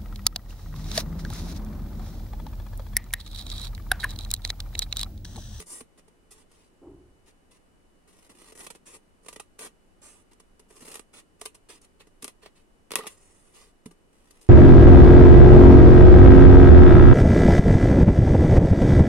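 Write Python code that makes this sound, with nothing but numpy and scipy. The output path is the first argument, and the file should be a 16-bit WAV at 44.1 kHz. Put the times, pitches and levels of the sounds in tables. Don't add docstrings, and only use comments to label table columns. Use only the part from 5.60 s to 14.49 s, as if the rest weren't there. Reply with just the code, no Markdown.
import sys
import numpy as np
from scipy import signal
from scipy.fft import rfft, irfft
from scipy.io import wavfile
from scipy.ndimage import uniform_filter1d

SR = 44100
rng = np.random.default_rng(int(sys.argv[2]) if len(sys.argv) > 2 else 0)


def store_wav(level_fs):
    pcm = np.round(np.clip(np.atleast_2d(level_fs), -1, 1) * 32767)
    wavfile.write(sys.argv[1], SR, pcm.T.astype(np.int16))


N = 392029
TIME = np.arange(N) / SR
TAPS = 8192
TAP_HZ = np.fft.rfftfreq(TAPS, 1 / SR) + 1
TAP_S = np.arange(TAPS) / SR

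# [f/Hz, level/dB per Hz]
SHEET_COLOUR = [(70, -38), (150, -3), (250, 4), (420, 7.5), (700, -1), (1050, 3), (1580, -5), (2000, -3),
                (2800, -0.5), (3800, -4.5), (4800, -4.5), (7000, -23)]
EDGE_COLOUR = [(2000, -42), (4200, -10), (5200, -5), (7000, -5.5), (8300, -3.5), (9300, -2), (10500, -4.5),
               (11700, -14), (13500, -25.5), (15000, -25.5), (16500, -42.5)]
# [f/Hz, width/Hz, lift/dB]
SHEET_MODES = [(434, 45, 5), (972, 50, 3), (1186, 35, 8), (1900, 70, 8), (2012, 70, 7), (2549, 80, 5),
               (2790, 80, 4), (3475, 55, 4), (4230, 70, 3)]
BLADE_MODES = [(8830, 300, 4), (9240, 140, 3), (9610, 70, 4), (10510, 60, 4)]
# [f/Hz, left minus right level/dB]
PORT_COLOUR = [(5000, 3), (7800, -4.5), (10000, -1.5), (12000, 8)]


def scissors_and_card():
    slope = log_response(np.log2(np.clip(TAP_HZ, 180, 3200) / 1000))
    top = log_response(np.interp(TAP_HZ, [6000, 9000, 12500, 16000], [-.4, 0, 1, 0]))
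    port_lean = log_response(at_hz(PORT_COLOUR, TAP_HZ)) * np.array([[1], [-1]]) / 2
    edge_body = body(EDGE_COLOUR, BLADE_MODES) + port_lean
    sheet_body = body(SHEET_COLOUR, SHEET_MODES)
    bodies = edge_body, sheet_body, slope, top
    return snaps(bodies) + crunches(bodies) + slides(bodies)


SNAP_MID_DB, SNAP_TILT_DB_PER_OCTAVE, SNAP_BRIGHTENS = -44, 0.5, 0.15
EDGE_BRIGHTENS = 0.42
CRACK_CLEAN_DB = 11.5
# [t/s, length/s, edge level/dB, sheet level/dB, left minus right level/dB]
SNAPS = [(.001, 0.0023, -40.5, -46.5, 1), (0.009, 0.013, -47, -49, -6), (0.023, 0.0022, -51.5, -52, 3),
         (0.204, 0.0063, -50.5, -45.5, 7), (0.373, 0.022, -57, -53.5, 0), (.478, 0.0073, -63.5, -58, -3),
         (0.706, 0.026, -46.5, -54, -1), (0.914, 0.0062, -61.5, -64.5, -2), (2.69, 0.026, -53.5, -50.5, 0),
         (2.919, 0.0096, -55, -50, 7), (3.002, 0.012, -45.5, -45, 4), (3.039, .013, -48, -56, -2),
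         (3.064, 0.0063, -43.5, -41.5, -3), (3.101, 0.0069, -44.5, -43.5, -12.5),
         (3.145, 0.016, -53.5, -49, 1), (3.66, 0.0056, -54, -50, -9), (3.682, 0.008, -42, -41, -3),
         (3.727, 0.0073, -47, -49, 0), (3.7595, 0.0038, -48, -43.5, -4), (3.7966, 0.0041, -42.5, -42, -6),
         (3.99, 0.0025, -44, -45.5, -1), (4.712, 0.0085, -63.5, -56, -1), (4.732, 0.0022, -61, -62, 0),
         (4.798, 0.0053, -55.5, -55, -3), (4.993, 0.0078, -55.5, -57, -1), (5.101, 0.01, -57.5, -53.5, 0),
         (5.161, 0.0076, -55, -55.5, -2), (5.217, 0.015, -52.5, -52, 0), (5.248, 0.0085, -52, -52, 4),
         (5.275, 0.016, -46.5, -44.5, 2), (5.313, 0.0088, -45, -47.5, 2), (5.341, 0.004, -42.5, -48, -2),
         (5.354, 0.0031, -41, -43, -1), (5.371, 0.00077, -52, -54, 5), (5.393, 0.0024, -48.5, -45, -12),
         (5.811, 0.0038, -47.5, -50.5, -5), (5.8145, 0.0016, -41.5, -43.5, -3),
         (5.8542, 0.002, -41.5, -46.5, 5), (5.8564, 0.0048, -37, -38.5, -2.5),
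         (5.944, 0.0092, -51, -53.5, -1), (6.213, 0.0057, -58.5, -69, -1), (6.467, 0.0098, -62.5, -59, 0),
         (6.622, 0.0064, -41.5, -45.5, -2), (6.6435, 0.0012, -36, -42, 5), (6.647, 0.0022, -47, -44, -1),
         (6.6786, 0.002, -42.5, -43, -1), (6.8586, 0.0045, -59.5, -44.5, 0), (7.306, .0018, -49, -41, 2),
         (7.317, 0.0018, -36, -34.5, 0), (7.335, 0.0022, -51, -37, -2), (7.3557, 0.00064, -24, -25.5, 4),
         (7.384, 0.0073, -41.5, -39, -6), (7.467, 0.0042, -40.5, -38.5, 2), (7.472, 0.0048, -38, -41, -1),
         (8.257, 0.0044, -49.5, -48, -5), (8.308, 0.0089, -59, -55, 2), (8.706, 0.0051, -54.5, -59, 5),
         (8.808, 0.027, -54, -60, 2)]


def snaps(bodies, crack=0.21, build_up=0.079):
    out = np.zeros((2, N))
    t = TAP_S[:TAPS // 4]
    for start, length, edge_db, sheet_db, side_db in SNAPS:
        length = max(length, 1e-4)
        run = (1 - np.exp(-t / (build_up * length))) / (1 + (t / length) ** 4)
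        burst = unit_energy(run * fibres(len(t), per_s=3500, spread_db=4.5, hiss=0.37))
        sharpness = np.exp(-length / 0.0028)
        burst[0] += crack * np.e * sharpness
        burst = irfft(even(rfft(burst, TAPS), size=110))[:len(t)]
        burst = unit_energy(burst) * np.sqrt(SR / 100)
        tilt_db = SNAP_TILT_DB_PER_OCTAVE + SNAP_BRIGHTENS * (sheet_db - SNAP_MID_DB)
        tilt_db += EDGE_BRIGHTENS * np.clip(edge_db - sheet_db, -4, 5)
        clean_db = CRACK_CLEAN_DB * sharpness
        add(out, start, radiate(burst, bodies, edge_db, sheet_db, tilt_db, side_db, clean_db=clean_db))
    return out


# [start t/s, end t/s, edge level/dB,
# sheet level/dB, swell from start to end/dB, softening at both ends/dB, left minus right level/dB]
CRUNCHES = [(2.473, 2.672, -65, -65, 0, -2.5, 1.5), (2.706, 2.909, -58.5, -58, 13.5, 6, -0.5),
            (2.949, 3.057, -51, -53.5, 1, 1.5, 0), (3.628, 3.806, -63, -65, -18, 13, -3),
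            (5.082, 5.384, -54.5, -56, 14.5, 6, 0), (5.793, 5.864, -60, -60, 1, 8, -1),
            (6.613, 6.698, -68, -64, 14, -6, 1), (7.356, 7.469, -58, -47, -6.5, -6, 2),
            (8.526, 8.889, -69, -67.5, 6.5, 2, -0.5)]


def crunches(bodies):
    coarse = fibres(N, per_s=1300, spread_db=4.0, hiss=.12)
    return strokes(bodies, CRUNCHES, coarse, tilt_db=-0.5, gloss_db=2.0, judder_db=1.5,
                   attack_s=0.0015, release_s=0.0043)


# [start t/s, end t/s, edge level/dB,
# sheet level/dB, swell from start to end/dB, softening at both ends/dB, left minus right level/dB]
SLIDES = [(0.056, 0.211, -41.5, -53, -3, 9, 0.5), (0.73, 0.825, -62, -63.5, -1, 0, 0),
          (0.888, 1.083, -68.5, -68, -6, 5.5, 3), (1.655, 1.711, -61, -59.5, -8, 8, 3),
          (1.907, 1.97, -66.5, -66.5, -15, -9.5, 1), (3.254, 3.366, -52, -54.5, -3.5, -2.5, 1),
          (3.983, 4.073, -44, -46, -0.5, 2, 1), (4.413, 4.624, -57, -60, -19, 4.5, -3.5),
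          (5.528, 5.601, -54, -53.5, -4, -4.5, -3), (6.085, 6.179, -56, -54.5, -18.5, -3, -2),
          (6.218, 6.249, -61.5, -62, 1, -5, 0), (6.394, 6.417, -57, -49.5, -8, -2, -3),
          (6.815, 6.878, -64.5, -55.5, -9, -.5, -3), (6.95, 7.022, -71, -67.5, -18, -2, -1),
          (7.485, 7.554, -56.5, -59.5, -11, 1, 3), (7.548, 7.94, -65, -68.5, -5, 0, 0),
          (7.932, 8.111, -59, -59.5, -19, 5, -0.5)]


def slides(bodies):
    pressure = amp(1.0 * resonant_noise(34, 45) + 1.0 * resonant_noise(6.9, 21))
    fine = pressure * fibres(N, per_s=4500, spread_db=1.1, hiss=0.18)
    return strokes(bodies, SLIDES, fine, tilt_db=1.07, gloss_db=-2, judder_db=0.5,
                   attack_s=0.0093, release_s=0.0082)


NEW_SPOT_S = .07
BLADE_ECHO_S, BLADE_ECHO_SHRINKS, BLADE_ECHO_PER_DB = .000115, .3, 0.12


def strokes(bodies, table, grain, tilt_db, gloss_db, judder_db, attack_s, release_s):
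    out = np.zeros((2, N))
    rasp = unit_rms(grain * amp(judder_db * resonant_noise(53.0, 50)))
    for start, end, edge_db, sheet_db, swell_db, arch_db, side_db in table:
        span = slice(int(start * SR), int((end + 0.099) * SR))
        t = TIME[span]
        touch = 1 - np.exp(-(t - t[0]) / attack_s)
        lift_off = (1 + np.maximum(t - end, 0) / release_s) ** 3.0
        travel = np.clip((t - start) / (end - start), 0, 1) - .5
        level_db = swell_db * travel - arch_db * (2 * travel) ** 2
        drive = rasp[span] * touch / lift_off * amp(level_db)
        delay = BLADE_ECHO_S * (1 - BLADE_ECHO_SHRINKS * travel)
        echo = np.interp(t - delay, t, drive)
        share = np.clip(BLADE_ECHO_PER_DB * (edge_db - sheet_db), 0, .5)
        drive = (drive + share * echo) / np.hypot(1, share)
        spots = np.arange(0, min(len(t), (end - start) * SR), NEW_SPOT_S * SR).astype(int)
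        for at, piece in zip(spots, np.split(drive, spots[1:])):
            add(out, t[at], radiate(piece, bodies, edge_db, sheet_db, tilt_db, side_db, gloss_db))
    return out


KNOCK_SPREAD_OCTAVES = 0.497
FLEX_DETUNE, UNBEND_S = .06, .012
# [t/s, level/dB, favoured f/Hz]
KNOCKS = [(.001, -39.5, 174), (.001, -46.5, 467), (.212, -38.5, 266), (3.8, -38.5, 850), (4.065, -45, 300),
          (5.223, -41, 235), (5.817, -36.5, 690), (5.857, -42.5, 360), (6.631, -38, 283), (6.646, -44, 232),
          (7.357, -25, 2710), (7.362, -31, 1110), (7.363, -37.5, 290), (7.39, -34.5, 487),
          (7.393, -36, 1003), (7.407, -35, 1450), (7.4427, -39.5, 900), (8.2596, -31, 263),
          (8.273, -37.5, 162)]
# [f/Hz, relative level/dB, 60 dB decay t/s]
SWINGS = [(172, -8.5, 0.18), (244, 1, 0.046), (436, 4, 0.093), (683, 1, 0.024), (868, 2.5, 0.024),
          (1195, 4, 0.056), (1974, 5.5, 0.032), (2760, 0.5, 0.025), (3270, -5, 0.036)]


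def knocks(rise_s=0.00075):
    out = np.zeros((2, N))
    for start, db, favoured_hz in KNOCKS:
        for hz, mode_db, t60 in SWINGS:
            share = np.exp(-(np.log2(hz / favoured_hz) / KNOCK_SPREAD_OCTAVES) ** 2)
            bend = FLEX_DETUNE * rng.standard_normal() * np.exp(-TAP_S / UNBEND_S)
            pitch = hz * (1 + bend)
            envelope = amp(db + mode_db - 60 * TAP_S / t60) * (1 - np.exp(-TAP_S / rise_s))
            swing = envelope * np.sin(2 * np.pi * np.cumsum(pitch) / SR)
            add(out, start, share * swing * pan(-2.8))
    return out


RUMBLE_S = 1.2135
# [low f/Hz, high f/Hz]
RUMBLE_BAND = (275, 395)
# [level/dB, attack t/s, decay/dB per s]
RUMBLE_NOTE = (-41, 0.01, 90)
RUMBLE_BASS = (-44, 0.072, 69)


def rumble():
    band = signal.butter(3, RUMBLE_BAND, "band", fs=SR, output="sos")
    hollow = signal.sosfilt(band, rng.standard_normal(N))
    note = unit_rms(hollow) + amp(-13.5) * resonant_noise(640, 800)
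    note = signal.sosfilt(signal.butter(4, 1100, fs=SR, output="sos"), note)
    bass = resonant_noise(73, 75)
    return rise_and_fade(*RUMBLE_NOTE, RUMBLE_S) * note + rise_and_fade(*RUMBLE_BASS, RUMBLE_S) * bass


AIR_DB, WHINE_DB = -61, -83.5
WHINE_HZ, WHINE_WIDTH_HZ = 2955, 45
# [f/Hz, relative level/dB per Hz]
AIR_COLOUR = [(12, -7.5), (22, 2.5), (60, -10.5), (95, -9), (125, -19), (168, -11), (377, -12.5),
              (700, -21), (2320, -31.5), (2910, -32.5), (3200, -36.5), (6500, -38.5), (9500, -35),
              (16000, -56)]
# [f/Hz, correlation -1 to 1]
AIR_LIKENESS = [(180, 0.41), (550, 0.18), (1650, -0.25), (4970, 0.04)]


def air():
    hz = np.fft.rfftfreq(N, 1 / SR) + 1
    alike = np.clip(at_hz(AIR_LIKENESS, hz), -.95, .95)
    mid, side = rfft(rng.standard_normal((2, N))) * amp(at_hz(AIR_COLOUR, hz))
    side = side * np.sqrt((1 - alike) / (1 + alike))
    hush = unit_rms(irfft(np.array([mid + side, mid - side]), N))
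    pitch = WHINE_HZ + WHINE_WIDTH_HZ / 2 * resonant_noise(45, 74)
    whine = unit_rms(np.sin(2 * np.pi * np.cumsum(pitch) / SR))
    return amp(AIR_DB) * hush + amp(WHINE_DB) * whine


def radiate(drive, bodies, edge_db, sheet_db, tilt_db, side_db, gloss_db=0, clean_db=0,
            bend_delay_s=0.001403):
    edge_body, sheet_body, slope, top = bodies
    hardness_db = max(edge_db + 63.0, 0) * 0.21
    room = amp(-4.0 - clean_db / 2) * scatter(t60=0.13, onset_s=0.0031, above_hz=1200)
    edge_scatter = amp(5.0 - clean_db) * scatter(t60=0.033, onset_s=0.000273, above_hz=690)
    edge_paths = ports(.00003 + .00004 * rng.standard_normal()) + edge_scatter + room
    bending = np.exp(-4j * np.pi * bend_delay_s * np.sqrt(TAP_HZ * 400))
    sheet_scatter = amp(2.5 - clean_db / 2) * scatter(t60=0.035, onset_s=0.000099, above_hz=730)
    sheet_paths = bending * (ports(.00007) + sheet_scatter + room)
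    edge_filter = np.exp(edge_body + (hardness_db + gloss_db) * top)
    sheet_filter = np.exp(sheet_body + tilt_db * slope)
    edge = amp(edge_db) * pan(side_db) * response(edge_filter * even(edge_paths, size=150))
    sheet = amp(sheet_db) * pan(-1.5) * response(sheet_filter * even(sheet_paths, size=80))
    return signal.fftconvolve(drive[None], edge + sheet, axes=1)


def fibres(size, per_s, spread_db, hiss):
    breaks = rng.random(size) < per_s / SR
    sizes_db = spread_db * np.minimum(rng.exponential(1, size), 4)
    sizes = amp(sizes_db) * rng.choice([-1, 1], size)
    return unit_rms(breaks * sizes + hiss * rng.standard_normal(size))


def scatter(t60, onset_s, above_hz):
    decay = amp(-60 * TAP_S / t60) * (1 - np.exp(-TAP_S / onset_s))
    echoes = unit_energy(rng.standard_normal((2, TAPS)) * decay)
    return rfft(signal.lfilter(*signal.butter(1, above_hz, "high", fs=SR), echoes))


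def ports(lag_s):
    return np.exp(-2j * np.pi * TAP_HZ * lag_s * np.array([[1], [0]]))


def body(colour, modes):
    level_db = at_hz(colour, TAP_HZ)
    for hz, width, lift in modes:
        level_db = level_db + lift / (1 + (2 * (TAP_HZ - hz) / width) ** 2)
    return log_response(level_db)


def log_response(level_db):
    cepstrum = irfft(np.log(amp(level_db)))[:TAPS // 2]
    return 2 * rfft(cepstrum, TAPS) - cepstrum[0]


def response(spectrum):
    return unit_energy(np.roll(irfft(spectrum), 16, axis=1) * (1 - TAP_S / TAP_S[-1]))


def even(spectrum, size):
    power = np.mean(np.abs(np.atleast_2d(spectrum)) ** 2, axis=0)
    broad = uniform_filter1d(uniform_filter1d(power, size), size)
    return spectrum * np.exp(log_response(-10 * np.log10(np.maximum(broad, 1e-12))))


def resonant_noise(hz, width_hz):
    b, a = signal.iirpeak(hz, hz / width_hz, fs=SR)
    once = signal.lfilter(b, a, rng.standard_normal(N))
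    return unit_rms(signal.lfilter(b, a, once))


def rise_and_fade(db, attack_s, decay_db_per_s, start):
    t = np.maximum(TIME - start, 0)
    return amp(db - decay_db_per_s * t) * (1 - np.exp(-t / attack_s))


def add(out, start, sound):
    at = max(int(start * SR), 0)
    out[:, at:at + sound.shape[1]] += sound[:, :N - at]


def amp(db):
    return 10 ** (np.asarray(db) / 20)


def pan(db):
    return amp(np.array([[db], [-db]]) / 2)


def unit_rms(x):
    return x / np.sqrt(np.mean(x ** 2) + 1e-20)


def unit_energy(x):
    return x / np.sqrt(np.sum(x ** 2, axis=-1, keepdims=True) + 1e-20)


def at_hz(points, hz):
    at, value = np.transpose(points)
    return np.interp(np.log(hz), np.log(at), value)


def scene():
    return scissors_and_card() + knocks() + rumble() + air()


def record(dry):
    return signal.sosfilt(signal.ellip(10, .1, 80, 15800, fs=SR, output="sos"), dry)


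dry = scene()
out = record(dry)
store_wav(out)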